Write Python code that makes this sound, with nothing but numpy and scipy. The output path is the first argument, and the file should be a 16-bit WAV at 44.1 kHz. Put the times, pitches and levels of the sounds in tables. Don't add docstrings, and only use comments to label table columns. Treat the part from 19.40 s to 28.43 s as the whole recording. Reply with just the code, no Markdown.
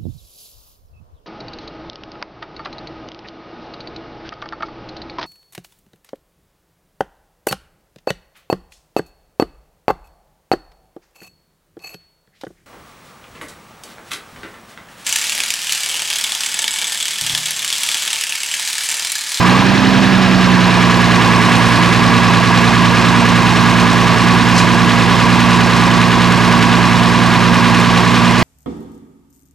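import sys
import numpy as np
from scipy import signal
from scipy.fft import rfft, irfft
from scipy.io import wavfile
from scipy.ndimage import uniform_filter1d, minimum_filter1d

SR = 44100
rng = np.random.default_rng(int(sys.argv[2]) if len(sys.argv) > 2 else 0)


def dump_mix(stems):
    frames = np.atleast_2d(stems).T
    limited = np.clip(frames, -1, 1)
    pcm = np.round(limited * 32767).astype(np.int16)
    wavfile.write(sys.argv[1], SR, pcm)


N = 398223
TIME_S = np.arange(N) / SR
BINS_HZ = np.maximum(np.arange(N // 2 + 1) * SR / N, 1)
IDLE_FIRING_HZ, WARMUP_S = 58.9505, 5.5


def undb(db):
    return 10 ** (np.asarray(db) / 20)


def unit(x):
    return x / np.sqrt(np.mean(x ** 2))


def contour(table):
    hz, *columns = np.transpose(table)
    return [np.interp(np.log(BINS_HZ), np.log(hz), column) for column in columns]


def filtered(x, response):
    return irfft(rfft(x) * response, N)


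def noise(response):
    return unit(filtered(rng.standard_normal(N), response))


def walk(rate_hz):
    return noise(np.exp(-BINS_HZ / rate_hz))


def resonance(f, hz, width_hz):
    return 1 / (1 + 1j * (f * f - hz * hz) / (f * width_hz))


def reflections(decay_s):
    t = np.arange(SR // 5) / SR
    echoes = rng.standard_normal(len(t)) * np.exp(-t / decay_s)
    return rfft(echoes / np.linalg.norm(echoes), N)


def governor(t, swing_hz=28.686, half_period_s=2.2424, settle_s=0.4522, drag_hz=0.9261, thin_s=1.8665):
    swing = swing_hz * np.exp(-t / settle_s) * np.sin(np.pi * t / half_period_s)
    return IDLE_FIRING_HZ + swing - drag_hz * np.exp(-t / thin_s)


def fuel_db(start_db=0.5, start_s=0.085, cut_db_per_hz=2.4, lag_s=0.12):
    overspeed_hz = np.maximum(governor(np.maximum(TIME_S - lag_s, 0)) - IDLE_FIRING_HZ, 0)
    return start_db * np.exp(-(TIME_S / start_s) ** 2) - cut_db_per_hz * overspeed_hz


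def drive_db(idle_db, db_per_fuel_db, cold_db):
    return idle_db + db_per_fuel_db * fuel_db() + cold_db * np.exp(-TIME_S / WARMUP_S)


def blows(firings, table, decay_s, rise_s, rel_width, floor_db, tone_db, fresh_db, scatter_db, jitter_s):
    size = 4096
    t = np.arange(size) / SR
    f = np.maximum(np.arange(size // 2 + 1) * SR / size, 1)
    envelope = np.exp(-t / decay_s) * (1 - np.exp(-t / rise_s))
    cycles = np.arange(int(firings[-1] / 6) + 1) * 6
    out = np.zeros(N + size)
    for place, db, cold_db, hz in table:
        late, strength = rng.standard_normal((len(cycles), 2)).T
        starts = np.interp(cycles + place, firings, np.arange(N), right=2 * N) + jitter_s * SR * late
        grain = rng.standard_normal(size) + undb(fresh_db) * rng.standard_normal((len(cycles), size))
        colour = undb(floor_db) + np.abs(resonance(f, hz, rel_width * hz))
        crowd = unit(irfft(rfft(grain) * colour, size))
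        mode = np.sqrt(2) * np.sin(2 * np.pi * hz * t)
        rings = unit(envelope * (crowd + undb(tone_db) * mode))
        gains = undb(db + cold_db * np.exp(-starts / SR / WARMUP_S) + scatter_db * strength)
        for start, ring, gain in zip(np.maximum(starts, 0).astype(int), rings, gains):
            if start < N:
                out[start:start + size] += gain * ring
    return out[:N]


# warm idle in dB, dB per dB of fuel, cold offset in dB.
HUM_DRIVE = (-20, 0.35, 0.88)
BOOM_DRIVE = (-14, -0.21, -0.24)
OVERTONE_DRIVE = (-18, 0.1, -5)
# whole or half crank order, idle level in dB, racing level in dB.
DRONE_ORDERS = [(3, -31, -32), (4, -40, -40), (4.5, -41, -36), (5, -32, -28), (5.5, -35.5, -46),
                (7, -38, -30), (8.5, -51, -36), (10, -38.5, -33), (10.5, -47, -26.5), (11, -34, -45),
                (13, -48, -42), (13.5, -30, -29.5), (14, -35.5, -36), (14.5, -40, -37), (16, -37, -35),
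                (17, -37, -37), (18, -36, -32.5), (21, -42.5, -50), (24, -35.5, -51)]


def exhaust(firing_hz, crank_rad, pipe_hz=183.9, pipe_width_hz=14.7, waver_db=0.35):
    hum = undb(drive_db(*HUM_DRIVE)) * np.sin(6 * crank_rad)
    overtone = undb(drive_db(*OVERTONE_DRIVE)) * np.sin(12 * crank_rad)
    pipe_gain = np.abs(resonance(3 * firing_hz, pipe_hz, pipe_width_hz))
    boom = -undb(drive_db(*BOOM_DRIVE)) * pipe_gain * np.cos(9 * crank_rad)
    racing = np.clip((firing_hz - 59) / 4, 0, 1)
    out = hum + boom + overtone
    for order, idle_db, racing_db in DRONE_ORDERS:
        wave = np.sin(order * crank_rad + rng.uniform(0, 2 * np.pi))
        out += undb(idle_db + racing * (racing_db - idle_db)) * wave
    return np.sqrt(2) * out * undb(waver_db * walk(16))


# frequency in Hz, width in Hz, relative level in dB.
BLOCK_MODES = [(668, 21, 0.5), (807, 17, 7), (986, 48, 1.5), (1034, 37, 0.5), (1133, 34, 0.5),
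               (1203, 25, 3), (1462, 40, 0.5), (1634, 77, -1), (1724, 90, -4), (1940, 95, -7)]
# place in firings, relative level in dB, cold offset in dB, centre in Hz.
KNOCK_BLOWS = [(0.198, -2.5, 1, 1018), (0.77, -1, 0, 1110), (1.299, 0, -5.5, 1006), (1.619, 0, 4.5, 983),
               (2.48, -3, 4.5, 997), (2.87, -4.5, 6.5, 1120), (3.45, -2, -2, 985), (3.88, -4, 2, 1203),
               (4.68, 3.5, -6, 988), (5.15, -1, -1.5, 1110)]
COVER_BLOWS = [(0.652, 0.5, 6, 1738), (1.35, 1, 3.5, 687), (1.849, 2, -2, 1605), (2.619, -1.5, 0, 1620),
               (3.548, 0, -4, 1610), (4.151, 3, -8, 1480), (4.75, 2, 2, 1810), (5.378, 0, 3.5, 1718)]
# warm idle in dB, dB per dB of fuel, cold offset in dB.
KNOCK_DRIVE = (-18, 1, -0.4)
COVER_DRIVE = (-24.5, 0.15, 1.5)


def combustion(firings):
    power = sum(np.abs(undb(db) * resonance(BINS_HZ, hz, width)) ** 2 for hz, width, db in BLOCK_MODES)
    block = np.sqrt(power)
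    knocks = blows(firings, KNOCK_BLOWS, decay_s=0.0065, rise_s=0.0044, rel_width=0.2,
                   floor_db=-16.5, tone_db=1.5, fresh_db=-7, scatter_db=1, jitter_s=2e-5)
    pings = blows(firings, COVER_BLOWS, decay_s=0.007, rise_s=0.0015, rel_width=0.13,
                  floor_db=-19, tone_db=-11, fresh_db=-19.5, scatter_db=0.5, jitter_s=2e-5)
    knocks = unit(filtered(knocks, block)) * undb(drive_db(*KNOCK_DRIVE))
    pings = unit(filtered(pings, block)) * undb(drive_db(*COVER_DRIVE))
    return knocks + pings


# frequency in Hz, relative gain in dB.
CLATTER_SPECTRUM = [(150, -27), (330, 7.5), (550, -5), (850, 0), (1350, -2.5), (1800, 1), (2700, -3),
                    (3600, -7), (5400, -13), (7800, -16), (10000, -23.5), (15500, -40)]
# place in firings, relative level in dB, cold offset in dB, centre in Hz.
VALVE_BLOWS = [(0.098, 1.5, 2.5, 2466, ), (0.621, 0, 0.5, 377), (1.2, 4.5, -1.5, 5120), (1.9, 4, -5, 2703),
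               (2.902, 1.5, 1.5, 409), (3.45, 2, 5, 3720), (4.0, 4, -0.5, 3234), (4.701, 2, 1, 2184),
               (5.48, 3, 2, 4330)]
VALVE_DRIVE = (-21, 0.3, 0.56)


def valve_gear(firings, surge_db=0.54, edge_per_knock=0.96, edge_hz=7500):
    taps = blows(firings, VALVE_BLOWS, decay_s=0.015, rise_s=0.001, rel_width=1,
                 floor_db=4.5, tone_db=-18.5, fresh_db=-9, scatter_db=1.93, jitter_s=1e-5)
    taps = unit(filtered(taps, undb(contour(CLATTER_SPECTRUM)[0])))
    edge = filtered(taps, 1 / (1 + (edge_hz / BINS_HZ) ** 4))
    knock_db = drive_db(*KNOCK_DRIVE)
    taps += edge * (undb(edge_per_knock * (knock_db - knock_db[-1])) - 1)
    return taps * undb(drive_db(*VALVE_DRIVE) + surge_db * walk(17))


# place in firings, relative level in dB, cold offset in dB, centre in Hz.
INJECTOR_BLOWS = [(0.121, 0.5, -6, 3880), (0.35, 3, 2, 5380), (1.65, -1, -16, 2356), (1.951, -12, -5, 2870),
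                  (3.62, -3.5, 8, 2284), (3.979, 4, -3.5, 3300), (4.199, 5, -2, 5430),
                  (4.738, 1.5, 0, 2154), (5.139, -1, -1, 2400), (5.5, 6.5, 0, 4203), (5.721, 1, 3, 3820)]
INJECTOR_DRIVE = (-29, 0.05, 0.88)


def injectors(firings, highpass_hz=1500):
    ticks = blows(firings, INJECTOR_BLOWS, decay_s=0.0072, rise_s=0.00058, rel_width=0.35,
                  floor_db=-30, tone_db=-3, fresh_db=-7, scatter_db=1.2, jitter_s=1e-5)
    colour = undb(contour(CLATTER_SPECTRUM)[0]) / (1 + (highpass_hz / BINS_HZ) ** 4)
    return unit(filtered(ticks, colour)) * undb(drive_db(*INJECTOR_DRIVE))


# frequency in Hz, relative density in dB.
RUSH_SPECTRUM = [(20, -36), (50, -9), (85, -13.5), (150, 1), (230, 1.5), (350, -2), (560, -4), (700, -2),
                 (1100, -2), (1800, -8), (2700, -7), (5000, -16), (8000, -29), (11000, -35.5), (15500, -47)]
# fan shaft order, level in dB.
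BLADE_ORDERS = [(5, -35.5), (6, -34.5), (7, -31.5), (8, -34), (9, -40), (13, -42.5), (16, -43.5)]


def fan(firing_hz, crank_rad, belt_ratio=1.0992, rush_db=-17, flutter_db=0.5, beat_db=-32.5,
        roar_hz=900, roar_db_per_hz=0.1):
    rush = noise(undb(contour(RUSH_SPECTRUM)[0]))
    roar = filtered(rush, 1 / (1 + (BINS_HZ / roar_hz) ** 4))
    rush += roar * (undb(roar_db_per_hz * (firing_hz - firing_hz[-1])) - 1)
    shaft_rad = belt_ratio * crank_rad
    hum = sum(undb(db) * np.sin(order * shaft_rad + rng.uniform(0, 2 * np.pi))
              for order, db in BLADE_ORDERS)
    beat = undb(beat_db) * np.sin(11 * shaft_rad)
    return rush * undb(rush_db + flutter_db * walk(30)) + np.sqrt(2) * (hum + beat)


# frequency in Hz, width in Hz, relative level in dB.
PANEL_MODES = [(1676, 10, 0), (1843, 12, -7), (2003, 16, -9), (2238, 18, -11), (2680, 18, -12)]
# time in seconds, level in dB.
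PANEL_ENVELOPE = [(0, -32), (1.5, -29.5), (1.9, -23.5), (3.3, -23.5), (3.8, -26), (5.6, -26), (6.2, -28),
                  (9, -29)]


def panel(firings, first_firing=2.6):
    places = np.arange(first_firing, firings[-1], 6)
    hits = np.zeros(N)
    hits[np.searchsorted(firings, places)] = 1
    modes = sum(undb(db) * resonance(BINS_HZ, hz, width) * hz / (1j * BINS_HZ)
                for hz, width, db in PANEL_MODES)
    level_db = np.interp(TIME_S, *np.transpose(PANEL_ENVELOPE))
    return unit(filtered(hits, modes)) * undb(level_db)


# peak time in seconds, half-width in seconds, crank order, level in dB.
BARK_SWELLS = [(0.21, 0.11, 13, -22.5), (0.57, 0.24, 12, -27.5)]


def exhaust_barks(crank_rad):
    out = np.zeros(N)
    for peak_s, half_width_s, order, db in BARK_SWELLS:
        swell = np.exp(-((TIME_S - peak_s) / half_width_s) ** 2)
        out += undb(db) * swell * np.sin(order * crank_rad)
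    return np.sqrt(2) * out


def hiss(peak_s=2.2, half_width_s=0.3, centre_hz=9000, width_hz=2600, level_db=-42):
    swell = np.exp(-((TIME_S - peak_s) / half_width_s) ** 2)
    return undb(level_db) * swell * noise(resonance(BINS_HZ, centre_hz, width_hz) ** 2)


# start in seconds, level in dB, decay in seconds.
SCRAPES = [(5.162, -18, .014), (5.179, -15, 0.024)]


def loose_metal(centre_hz=5200, width_hz=4600, lowpass_hz=9000):
    envelope = sum(undb(db) * (TIME_S >= start_s) * np.exp(-np.abs(TIME_S - start_s) / decay_s)
                   for start_s, db, decay_s in SCRAPES)
    colour = resonance(BINS_HZ, centre_hz, width_hz) ** 2 * np.exp(-(BINS_HZ / lowpass_hz) ** 2)
    return envelope * noise(colour)


def housing(x, echo_db=-10, decay_s=0.026, highpass_hz=1600):
    wet = undb(echo_db) / (1 + (highpass_hz / BINS_HZ) ** 2)
    return filtered(x, (1 + wet * reflections(decay_s)) / np.sqrt(1 + wet ** 2))


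# frequency in Hz, level in dB, phase lead in radians.
PORT_BALANCE = [(60, -14, 0), (120, -9.5, 0.54), (201, -8, 0.44), (388, -6, 0.69), (646, -2, 0.61),
                (910, -1.5, 0.29), (2420, -2.5, 0.31), (6000, -1.5, 0.36), (15000, -1, 0.13)]


def microphone(x, scatter_db=-16, decay_s=0.16, highpass_hz=260):
    side = undb(scatter_db) * reflections(decay_s) / (1 + (highpass_hz / BINS_HZ) ** 2)
    left_db, lead_rad = contour(PORT_BALANCE)
    ratio = undb(left_db) * np.exp(1j * lead_rad)
    right = 2 / np.abs(1 + ratio)
    return np.array([filtered(x, right * ratio * (1 + side)), filtered(x, right * (1 - side))])


def scene():
    firing_hz = governor(TIME_S)
    firings = np.cumsum(firing_hz) / SR
    crank_rad = 2 * np.pi * firings / 3
    direct = exhaust(firing_hz, crank_rad) + combustion(firings) + injectors(firings)
    direct += panel(firings) + exhaust_barks(crank_rad)
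    enclosed = valve_gear(firings) + fan(firing_hz, crank_rad) + hiss() + loose_metal()
    return microphone(direct + housing(enclosed))


def record(dry, ceiling=0.99, window_samples=96, lowpass_hz=15700):
    needed = ceiling / np.maximum(np.abs(dry), ceiling)
    gain = uniform_filter1d(minimum_filter1d(needed, window_samples), window_samples)
    lowpass = signal.ellip(10, 0.1, 70, lowpass_hz, fs=SR, output="sos")
    return signal.sosfilt(lowpass, np.clip(dry * gain, -1, 1))


dry = scene()
out = record(dry)
dump_mix(out)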